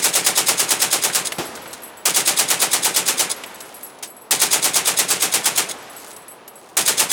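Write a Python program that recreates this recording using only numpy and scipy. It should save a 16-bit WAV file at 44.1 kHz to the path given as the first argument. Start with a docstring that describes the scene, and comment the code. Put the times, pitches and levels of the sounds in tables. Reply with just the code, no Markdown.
"""Machine-gun fire is already under way under the roof of an outdoor range: four bursts beside the microphone.
Each blast is a pressure pulse plus noise bands swelling off the shelter; chattering noise and freely ringing
steel modes make the bolt. Between bursts the range echo rolls on in decaying noise bands, the belt rattles
and slides, brass cases ring in damped sines, and a heavier gun booms once. Far shots pop over a steady din."""
import sys
import numpy as np
from scipy import signal
from scipy.fft import rfft, irfft, next_fast_len
from scipy.io import wavfile
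from scipy.ndimage import uniform_filter1d

SR = 44100
rng = np.random.default_rng(int(sys.argv[2]) if len(sys.argv) > 2 else 0)


def pcm_store(signal):
    """Save signal as 16-bit PCM."""
    levels = np.round(np.clip(np.atleast_2d(signal), -1, 1) * 32767)
    wavfile.write(sys.argv[1], SR, levels.astype(np.int16).T)


N = 313992


def amp(db):
    """dB to gain."""
    return 10 ** (np.asarray(db) / 20)


def unit(x):
    """Scale to rms 1."""
    return x / np.sqrt(np.mean(x ** 2) + 1e-20)


def clock(seconds):
    """Sample times from zero, in s."""
    return np.arange(int(seconds * SR)) / SR


def add(track, start_s, sound):
    """Mix a sound into the track at start_s; what lies outside the track is dropped."""
    start = round(start_s * SR)
    sound = sound[max(-start, 0):]
    part = track[max(start, 0):][:len(sound)]
    part += sound[:len(part)]


def along(points, hz):
    """Interpolate (Hz, value) points on a log-frequency axis."""
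    point_hz, value = np.transpose(points)
    return np.interp(np.log(hz + 1), np.log(point_hz + 1), value)


def filtered(x, response):
    """Multiply the spectrum of x by a response of frequency."""
    n = x.shape[-1]
    padded = next_fast_len(n + 4096)
    spectrum = rfft(x, padded) * response(np.fft.rfftfreq(padded, 1 / SR))
    return irfft(spectrum, padded)[..., :n]


def low_cut(x, corner_hz):
    """Causal second-order high-pass."""
    sos = signal.butter(N=2, Wn=corner_hz, btype="high", fs=SR, output="sos")
    return signal.sosfilt(sos, x)


def resonances(modes, f):
    """One causal band-pass response per (centre_hz, width_hz, level_db) mode."""
    return np.array([amp(db) * 1j * f * width / (centre ** 2 - f ** 2 + 1j * f * width)
                     for centre, width, db in modes])


def hiss(spectrum):
    """Coloured noise of rms 1."""
    return unit(filtered(rng.standard_normal(N), lambda f: amp(along(spectrum, f))))


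def smoothed_noise(shape, samples):
    """Slow random variation of rms 1: white noise under a moving average."""
    return unit(uniform_filter1d(rng.standard_normal(shape), size=samples))


def strike(t, rise, t60):
    """A contact's envelope: silent before zero, quick rise, exponential fall."""
    t = np.maximum(t, 0)
    return (1 - np.exp(-t / rise)) * amp(-60 * t / t60)


def bloom(noise, bands, start_db):
    """Scattered sound: each noise band swells from start_db below its level, then dies at its own speed."""
    n = noise.shape[-1]
    t, f = np.arange(n) / SR, np.fft.rfftfreq(n, 1 / SR)
    spectrum = rfft(noise)
    centres, out = np.array(bands)[:, 0], 0
    for (_, db, swell, t60), own in zip(bands, np.eye(len(bands))):
        level_db = db + np.where(t < swell, start_db * (1 - t / swell), -60 * (t - swell) / t60)
        band = irfft(spectrum * along(np.c_[centres, own], f), n)
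        out = out + band * amp(level_db)
    return out * np.sqrt(SR / 2)  # white noise to level per Hz


# bursts: first_round_s, round_count, cycle_s, slowing_s_per_round
BURSTS = [(-0.0629, 12, .11052, .00002), (2.0541, 11, .11269, .00042), (4.3086, 12, .1124, .00066),
          (6.7686, 4, .11396, .0034)]
HEAD_START_S = .006  # first cycle of a burst is this much shorter
BLAST_DB, BLAST_SAG_DB = -0.12, 0.1249  # first round; loss per further round


def rounds():
    """Each round's time (s) and place in its burst; the cycle lengthens while the trigger is held."""
    times, places = [], []
    for start, count, cycle, slowing in BURSTS:
        k = np.arange(count)
        lengthening = slowing * k * (k - 1) / 2
        times.append(start + k * cycle + lengthening - HEAD_START_S * (k > 0))
        places.append(k)
    return np.concatenate(times), np.concatenate(places)


# distant din of the firing line: freq_hz, relative_db_per_hz
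DIN_SPECTRUM = [(25, -30), (170, -4), (420, 1.5), (950, 1.5), (1800, -11), (4000, -17.5), (10000, -29),
                (16000, -36)]


def din():
    """The distant firing line is steady coloured noise."""
    return amp(-45.0) * hiss(DIN_SPECTRUM)


# shots from far lanes: start_s, level_db
FAR_SHOTS = [(1.098, -19.5), (1.538, -40), (1.573, -28), (1.657, -28.5)]
# a far shot's dull pop: freq_hz, relative_db_per_hz
POP_SPECTRUM = [(40, -27), (300, -18), (750, -7), (1600, 1), (3000, -10), (16000, -35)]


def far_lanes():
    """Other shooters' rounds arrive as dull pops: short bursts of coloured noise."""
    t, level = clock(.15), np.zeros(N)
    for start_s, db in FAR_SHOTS:
        add(level, start_s, amp(db) * strike(t, rise=0.0018, t60=0.052))
    return level * hiss(POP_SPECTRUM)


# range's long answer to one round: centre_hz, level_db_per_hz, swell_s, t60_s
RANGE_BANDS = [(30.14, -113, .1, 1.8), (170, -78, 0.145, 3.3), (440, -68, 0.065, 3.35),
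               (950, -68.5, 0.081, 3), (2020, -72.5, 0.14, 2.95), (4500, -76.5, 0.046, 2.22),
               (9226, -79, 0.017, 1.5), (16014, -101, .05, 1.1)]


def range_echo():
    """Berms and trees return every round as a long roll; the rolls add in power."""
    slow_t = np.linspace(0, N / SR, num=1500)
    fired, place = rounds()
    shot_power = amp(BLAST_DB - BLAST_SAG_DB * place) ** 2
    padded = next_fast_len(N)
    t, f = np.arange(N) / SR, np.fft.rfftfreq(padded, 1 / SR)
    white = rfft(rng.standard_normal(padded))
    centres, out = np.array(RANGE_BANDS)[:, 0], 0
    for (_, db, swell, t60), own in zip(RANGE_BANDS, np.eye(len(RANGE_BANDS))):
        power = shot_power @ strike(slow_t - fired[:, None], swell / 2, t60) ** 2
        # uneven ground makes the roll lumpy
        lumps_db = 1.05 * smoothed_noise(len(slow_t), samples=6)
        band = irfft(white * along(np.c_[centres, own], f), padded)[:N]
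        out = out + np.interp(t, slow_t, amp(db + lumps_db) * np.sqrt(power)) * band
    return out * np.sqrt(SR / 2)


# heavier gun's low boom under the roof: pitch_hz, level_db, t60_s
HEAVY_BOOM = [(62, -27, 0.04), (135, -20, .05), (348, -20, 0.18), (770, -20.5, 0.12)]
# heavier gun's report: centre_hz, level_db_per_hz, swell_s, t60_s
HEAVY_REPORT = [(30, -71, .003, .06), (80, -64, .004, 0.08), (150, -56.5, .005, 0.22),
                (350, -54, 0.013, 0.33), (820, -55, .006, 0.36), (1600, -62, 0.013, 0.35),
                (5000, -65.5, .004, 0.41), (16000, -78, .004, .2)]
# heavier gun's roll over the range: centre_hz, level_db_per_hz, swell_s, t60_s
HEAVY_ROLL = [(30, -91, .07, 1), (150, -74.5, .07, 3), (400, -65.5, .15, 2.4), (900, -70, 0.14, 3.8),
              (2000, -76.5, 0.28, 3), (5000, -82.5, 0.17, 2.1), (16000, -104, .1, .8)]


def heavy_gun():
    """One deep report from down the firing line: damped sines boom, noise bands crack and roll."""
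    t, out = clock(0.73), np.zeros(N)
    boom = sum(amp(db) * strike(t, rise=0.0058, t60=t60) * np.sin(2 * np.pi * hz * t)
               for hz, db, t60 in HEAVY_BOOM)
    report = bloom(rng.standard_normal(len(t)), HEAVY_REPORT, start_db=-0.5)
    roll = bloom(rng.standard_normal(len(t)), HEAVY_ROLL, start_db=-13)
    add(out, 1.3835, boom + report + roll)
    return out


# modes of a brass case: pitch_hz, relative_db, t60_s
BRASS_MODES = [(7970, -2.5, 0.18), (8240, -3, 0.1), (10160, -1, 0.16), (10800, -9, 0.47), (11370, 4, 0.12),
               (11620, -7, 0.21), (11710, -19, .25), (15900, -12, .18), (15450, -14, .25)]


def chime(t, decays, tick_db, scatter):
    """A brass tube struck at a random spot: a tick and close mode pairs, a little different for each case."""
    hz, db, _ = np.transpose(BRASS_MODES)
    pitch_hz = hz * (1 + scatter * rng.standard_normal(len(hz)))
    gains = amp(db + rng.normal(0, 3.2, len(hz)))
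    ring = gains @ (decays * np.sin(2 * np.pi * np.outer(pitch_hz, t)))
    tick = np.diff(rng.standard_normal(len(t) + 1)) * amp(-60 * t / .016)
    return ring + amp(tick_db) * tick


# spent cases that land hardest: start_s, relative_db
CASES = [(1.325, -25.5), (1.454, -25), (1.676, -29.5), (1.834, -24.5), (1.972, -32), (3.605, -27),
         (3.743, -27), (3.832, -24), (4.075, -32), (4.213, -40), (5.898, -31.5), (5.965, -27), (6.163, -32),
         (6.282, -26), (6.556, -32.5)]
# every round's case also tumbles softly: earliest and latest delay after firing, level and its scatter
TUMBLE_S, TUMBLE_DB, TUMBLE_SCATTER_DB = (.6, 1.15), -46, 2.5


def brass():
    """Cases land on the heap, ring and jostle their neighbours."""
    t, out = clock(.25), np.zeros(N)
    decays = np.array([amp(-60 * t / t60) for _, _, t60 in BRASS_MODES])
    for start_s, db in CASES:
        add(out, start_s, amp(db - 11.0) * chime(t, decays, tick_db=-6, scatter=.009))
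        for delay_s in rng.uniform(0.0017, .04, size=2):
            neighbour = chime(t, decays, tick_db=-12, scatter=0.015)
            add(out, start_s + delay_s, amp(db - 20.0) * neighbour)
    for fired_s in rounds()[0]:
        db = TUMBLE_DB + TUMBLE_SCATTER_DB * rng.standard_normal()
        landing_s = fired_s + rng.uniform(*TUMBLE_S)
        add(out, landing_s, amp(db) * chime(t, decays, tick_db=-9, scatter=.012))
    return out


# modes of the steel receiver: centre_hz, width_hz, relative_db
RECEIVER_MODES = [(2150, 240, -2.5), (3412, 85, 3.5), (3780, 106, 4.5), (4200, 240, -1), (4990, 210, 5),
                  (6640, 230, 7), (7670, 300, 2), (8340, 340, 4), (9260, 160, 5), (9950, 310, 5.5),
                  (11200, 370, -7.5), (13950, 350, -9), (15700, 250, -8)]
# dry metal contact: freq_hz, relative_db_per_hz
CONTACT_SPECTRUM = [(25, -21), (200, -14), (600, -4.5), (2000, -10.5), (4000, -4.5), (9500, -1.5),
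                    (12500, -10), (17000, -19)]


def steel(dry_db, grain_db):
    """Chattering contacts ring the receiver, mixed with dry contact noise; rms 1."""
    grain = amp(grain_db * smoothed_noise(N, samples=70))
    grid_hz = np.fft.rfftfreq(4096, 1 / SR)
    # neighbouring modes swing in opposite directions
    signs = (-1) ** np.arange(len(RECEIVER_MODES))
    body = abs(signs @ resonances(RECEIVER_MODES, grid_hz))
    ring = filtered(grain * rng.standard_normal(N), lambda f: np.interp(f, grid_hz, body))
    dry_contact = unit(grain * hiss(CONTACT_SPECTRUM))
    return unit(unit(ring) + amp(dry_db) * dry_contact)


# belt and feed tray rattles: start_s, relative_db, hollow_re_bright_db, t60_s
RATTLES = [(1.32, -20, 4.5, .045), (1.552, -22.5, -19, 0.054), (1.729, -22.5, -17, .086),
           (3.436, -27, 4.5, 0.05), (3.603, -27.5, -17, .07), (3.826, -35, -14, 0.05),
           (4.025, -20, -11.5, 0.13), (6.045, -34, -10, .058), (6.478, -30.5, -13, 0.039)]
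# belt slides through the glove after each burst: start_s, length_s, level_db
SLIDES = [(1.55, .42, -51.5), (3.46, 0.55, -49.5), (5.917, 0.25, -43.5), (6.51, 0.3, -54)]
# hollow knock in the tray: freq_hz, relative_db_per_hz
TRAY_SPECTRUM = [(30, -22), (500, -8), (1600, 0), (3000, 3.5), (6000, -14), (17000, -38)]
LINK_CLICKS_PER_S, LINK_DB, LINK_T60_S = 22, 12, .035  # level over the sliding, before random force


def belt():
    """Cartridges knock against the feed tray and click against each other as the belt slides."""
    t = clock(.2)
    bright, hollow, sliding = np.zeros((3, N))
    for start_s, db, hollow_db, t60 in RATTLES:
        knock = amp(db - 2) * strike(t, rise=t60 / 50, t60=t60)
        add(bright, start_s, knock)
        add(hollow, start_s, amp(hollow_db) * knock)
    for start_s, length_s, db in SLIDES:
        add(sliding, start_s, amp(db) * np.sqrt(np.hanning(int(length_s * SR))))
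        count = round(LINK_CLICKS_PER_S * length_s)
        click = amp(db + LINK_DB) * strike(t, rise=.0005, t60=LINK_T60_S)
        for k, (slip, force) in enumerate(rng.random((count, 2))):
            add(bright, start_s + length_s * (k + slip) / count, force * click)
    knocks = bright * steel(dry_db=9, grain_db=1.5) + hollow * hiss(TRAY_SPECTRUM)
    return knocks + sliding * steel(dry_db=11, grain_db=5)


# a clack's free ring: level re contact, scatter of each mode, share of the receiver's damping
RING_DB, RING_SCATTER_DB, RING_DAMPING = 0, 4.5, .5


def clack(t):
    """One hard steel contact: the receiver's modes ring freely, in a new balance each time."""
    hz, width_hz, db = np.transpose(RECEIVER_MODES)
    gains = amp(db + RING_SCATTER_DB * rng.standard_normal(len(hz)))
    pitch_hz = hz * rng.normal(1, 0.004, len(hz))
    phase = 2 * np.pi * (np.outer(pitch_hz, t) + rng.random((len(hz), 1)))
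    decays = np.exp(-np.pi * RING_DAMPING * np.outer(width_hz, t))
    ring = gains @ (np.sin(phase) * decays)
    return ring / np.linalg.norm(gains) * (1 - np.exp(-t / .0005))


# bolt strikes the belt pawl, then locks: lead_before_round_s, relative_db
CLACKS = [(.0138, -15), (.005, -20)]
# bolt closes on a round that stays unfired: start_s, relative_db, length_s
STOPS = [(1.247, -11, 0.023), (3.294, -10.5, 0.02), (5.686, -15, .026)]
# bolt hits its buffer, more softly as the gun slows: delay after blast, mean first level, loss per round
BUFFER_S, BUFFER_DB, BUFFER_SAG_DB = .038, -13.5, 2
# bolt runs forward: lead before the round, level, loss per round
FEED_LEAD_S, FEED_DB, FEED_SAG_DB = 0.032, -0.5, 0.41


def action():
    """The bolt hits its buffer after each blast, then scrapes forward, pulls the belt and locks."""
    t = clock(.15)
    back, forward, ring = np.zeros((3, N))
    # the scrape gathers as the bolt picks up speed
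    run_up = (1 - np.exp(-(t / 0.021) ** 3.27)) * amp(-60 * t / 0.079)
    fired, place = rounds()
    contacts = []
    for fired_s, k, (hit, pull, drag) in zip(fired, place, rng.standard_normal((len(fired), 3))):
        hit_db = BUFFER_DB - BUFFER_SAG_DB * k + 2.3 * hit
        add(back, fired_s + BUFFER_S, amp(hit_db) * strike(t, rise=0.0065, t60=0.075))
        if k > 0:
            force_db = .7 * pull - FEED_SAG_DB * k
            add(forward, fired_s - FEED_LEAD_S, amp(FEED_DB + force_db) * run_up)
            contacts += [(fired_s - lead_s + .0008 * drag, db + force_db) for lead_s, db in CLACKS]
    for start_s, db, length_s in STOPS:
        add(forward, start_s, amp(db - 3.5) * strike(t, rise=0.0094, t60=0.12))
        contacts += [(start_s + length_s / 3, db - 11), (start_s + length_s, db - 2)]
    for contact_s, db in contacts:
        add(forward, contact_s, amp(db - 2.5) * strike(t, rise=.0013, t60=0.029))
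        add(ring, contact_s, amp(db + RING_DB) * clack(t))
    return back * steel(dry_db=2, grain_db=3.5) + forward * steel(dry_db=-5.5, grain_db=0.5) + ring


def push(t, time_constant_s):
    """The muzzle's pressure push and equal suction."""
    u = np.maximum(t, 0) / time_constant_s
    return 2 * u * (2 - u) * np.exp(-u)


# pulse returns from ground, roof and walls: delay_s, relative_db, pulse_time_constant_s
WALLS = [(0.019, -21.5, 0.00024), (0.0215, -25.5, .0004), (.0336, -18, 0.00043), (0.042, -30.5, 0.00054),
         (.0575, -25.5, .0005), (.064, -21.5, 0.00055), (.0745, -28, 0.00041)]


def pressure_returns(t):
    """The pressure pulse comes back from each large surface."""
    return sum(amp(db) * push(t - delay_s, pulse_s) for delay_s, db, pulse_s in WALLS)


# blast under the roof: centre_hz, relative_db_per_hz, swell_s, t60_s
BLAST_BANDS = [(25, -112, .006, .3), (85, -100, .006, 0.27), (141, -69, 0.047, 0.53),
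               (302, -65.5, 0.026, 0.67), (606, -55.5, 0.027, 0.15), (1160, -55, 0.02, 0.19),
               (2250, -54.5, 0.011, 0.35), (4660, -52.5, 0.01, 0.19), (8570, -49, 0.0082, 0.19),
               (12040, -55, 0.0044, 0.16), (17100, -59.5, 0.0028, 0.085)]
# air resonances of the shelter: centre_hz, width_hz, relative_db
SHELTER_MODES = [(134.2, 21, -2.5), (180, 8.8, -2), (385, 33, -2), (584, 23, -7.5), (756, 32, -2),
                 (873, 19, 0), (1228, 25.7, -7.5)]
PUSH_DB, PUSH_S = -34, 0.00091  # straight from the muzzle: relative level, time constant


def blasts():
    """Each muzzle blast scatters under the roof; long waves repeat their paths, short ones scatter anew."""
    t = clock(.32)
    fired, place = rounds()

    def shared_power(f):
        return np.clip(along([(150, 0.76), (600, 0.35), (1500, 0.13), (5000, 0.045)], f), 0, 1)

    shared = filtered(rng.standard_normal(len(t)), lambda f: np.sqrt(shared_power(f)))
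    anew = filtered(rng.standard_normal((len(fired), len(t))), lambda f: np.sqrt(1 - shared_power(f)))
    noise = shared + anew
    # reflections arrive in clumps, so the swell crackles
    clumps = unit(amp(1.4 * smoothed_noise(noise.shape, samples=90)))
    front = 1 - np.exp(-t / 0.0002)
    scattered = front * bloom(noise * clumps, BLAST_BANDS, start_db=-3.5)
    # the walls are too small to return the longest waves
    reports = scattered + low_cut(pressure_returns(t), corner_hz=173)
    direct = amp(PUSH_DB) * push(t, PUSH_S)
    out = np.zeros(N)
    for fired_s, k, report in zip(fired, place, reports):
        add(out, fired_s, amp(BLAST_DB - BLAST_SAG_DB * k) * (report + direct))
    return filtered(out, lambda f: 1 + resonances(SHELTER_MODES, f).sum(0))


def scene():
    """Sum the surroundings and the near gun into one channel."""
    surroundings = din() + far_lanes() + range_echo() + heavy_gun()
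    gun = brass() + belt() + action() + blasts()
    return (surroundings + gun)[None]


TOP_HZ = 17400


def record(dry):
    """The small microphone loses the deepest bass; the recorder rounds off peaks and is band-limited."""
    ceiling = .75  # full scale = 1
    x = low_cut(dry, corner_hz=42)
    rounded = x / (1 + (x / ceiling) ** 4) ** (1 / 4)
    return filtered(rounded, lambda f: f < TOP_HZ)


dry = scene()
out = record(dry)
pcm_store(out)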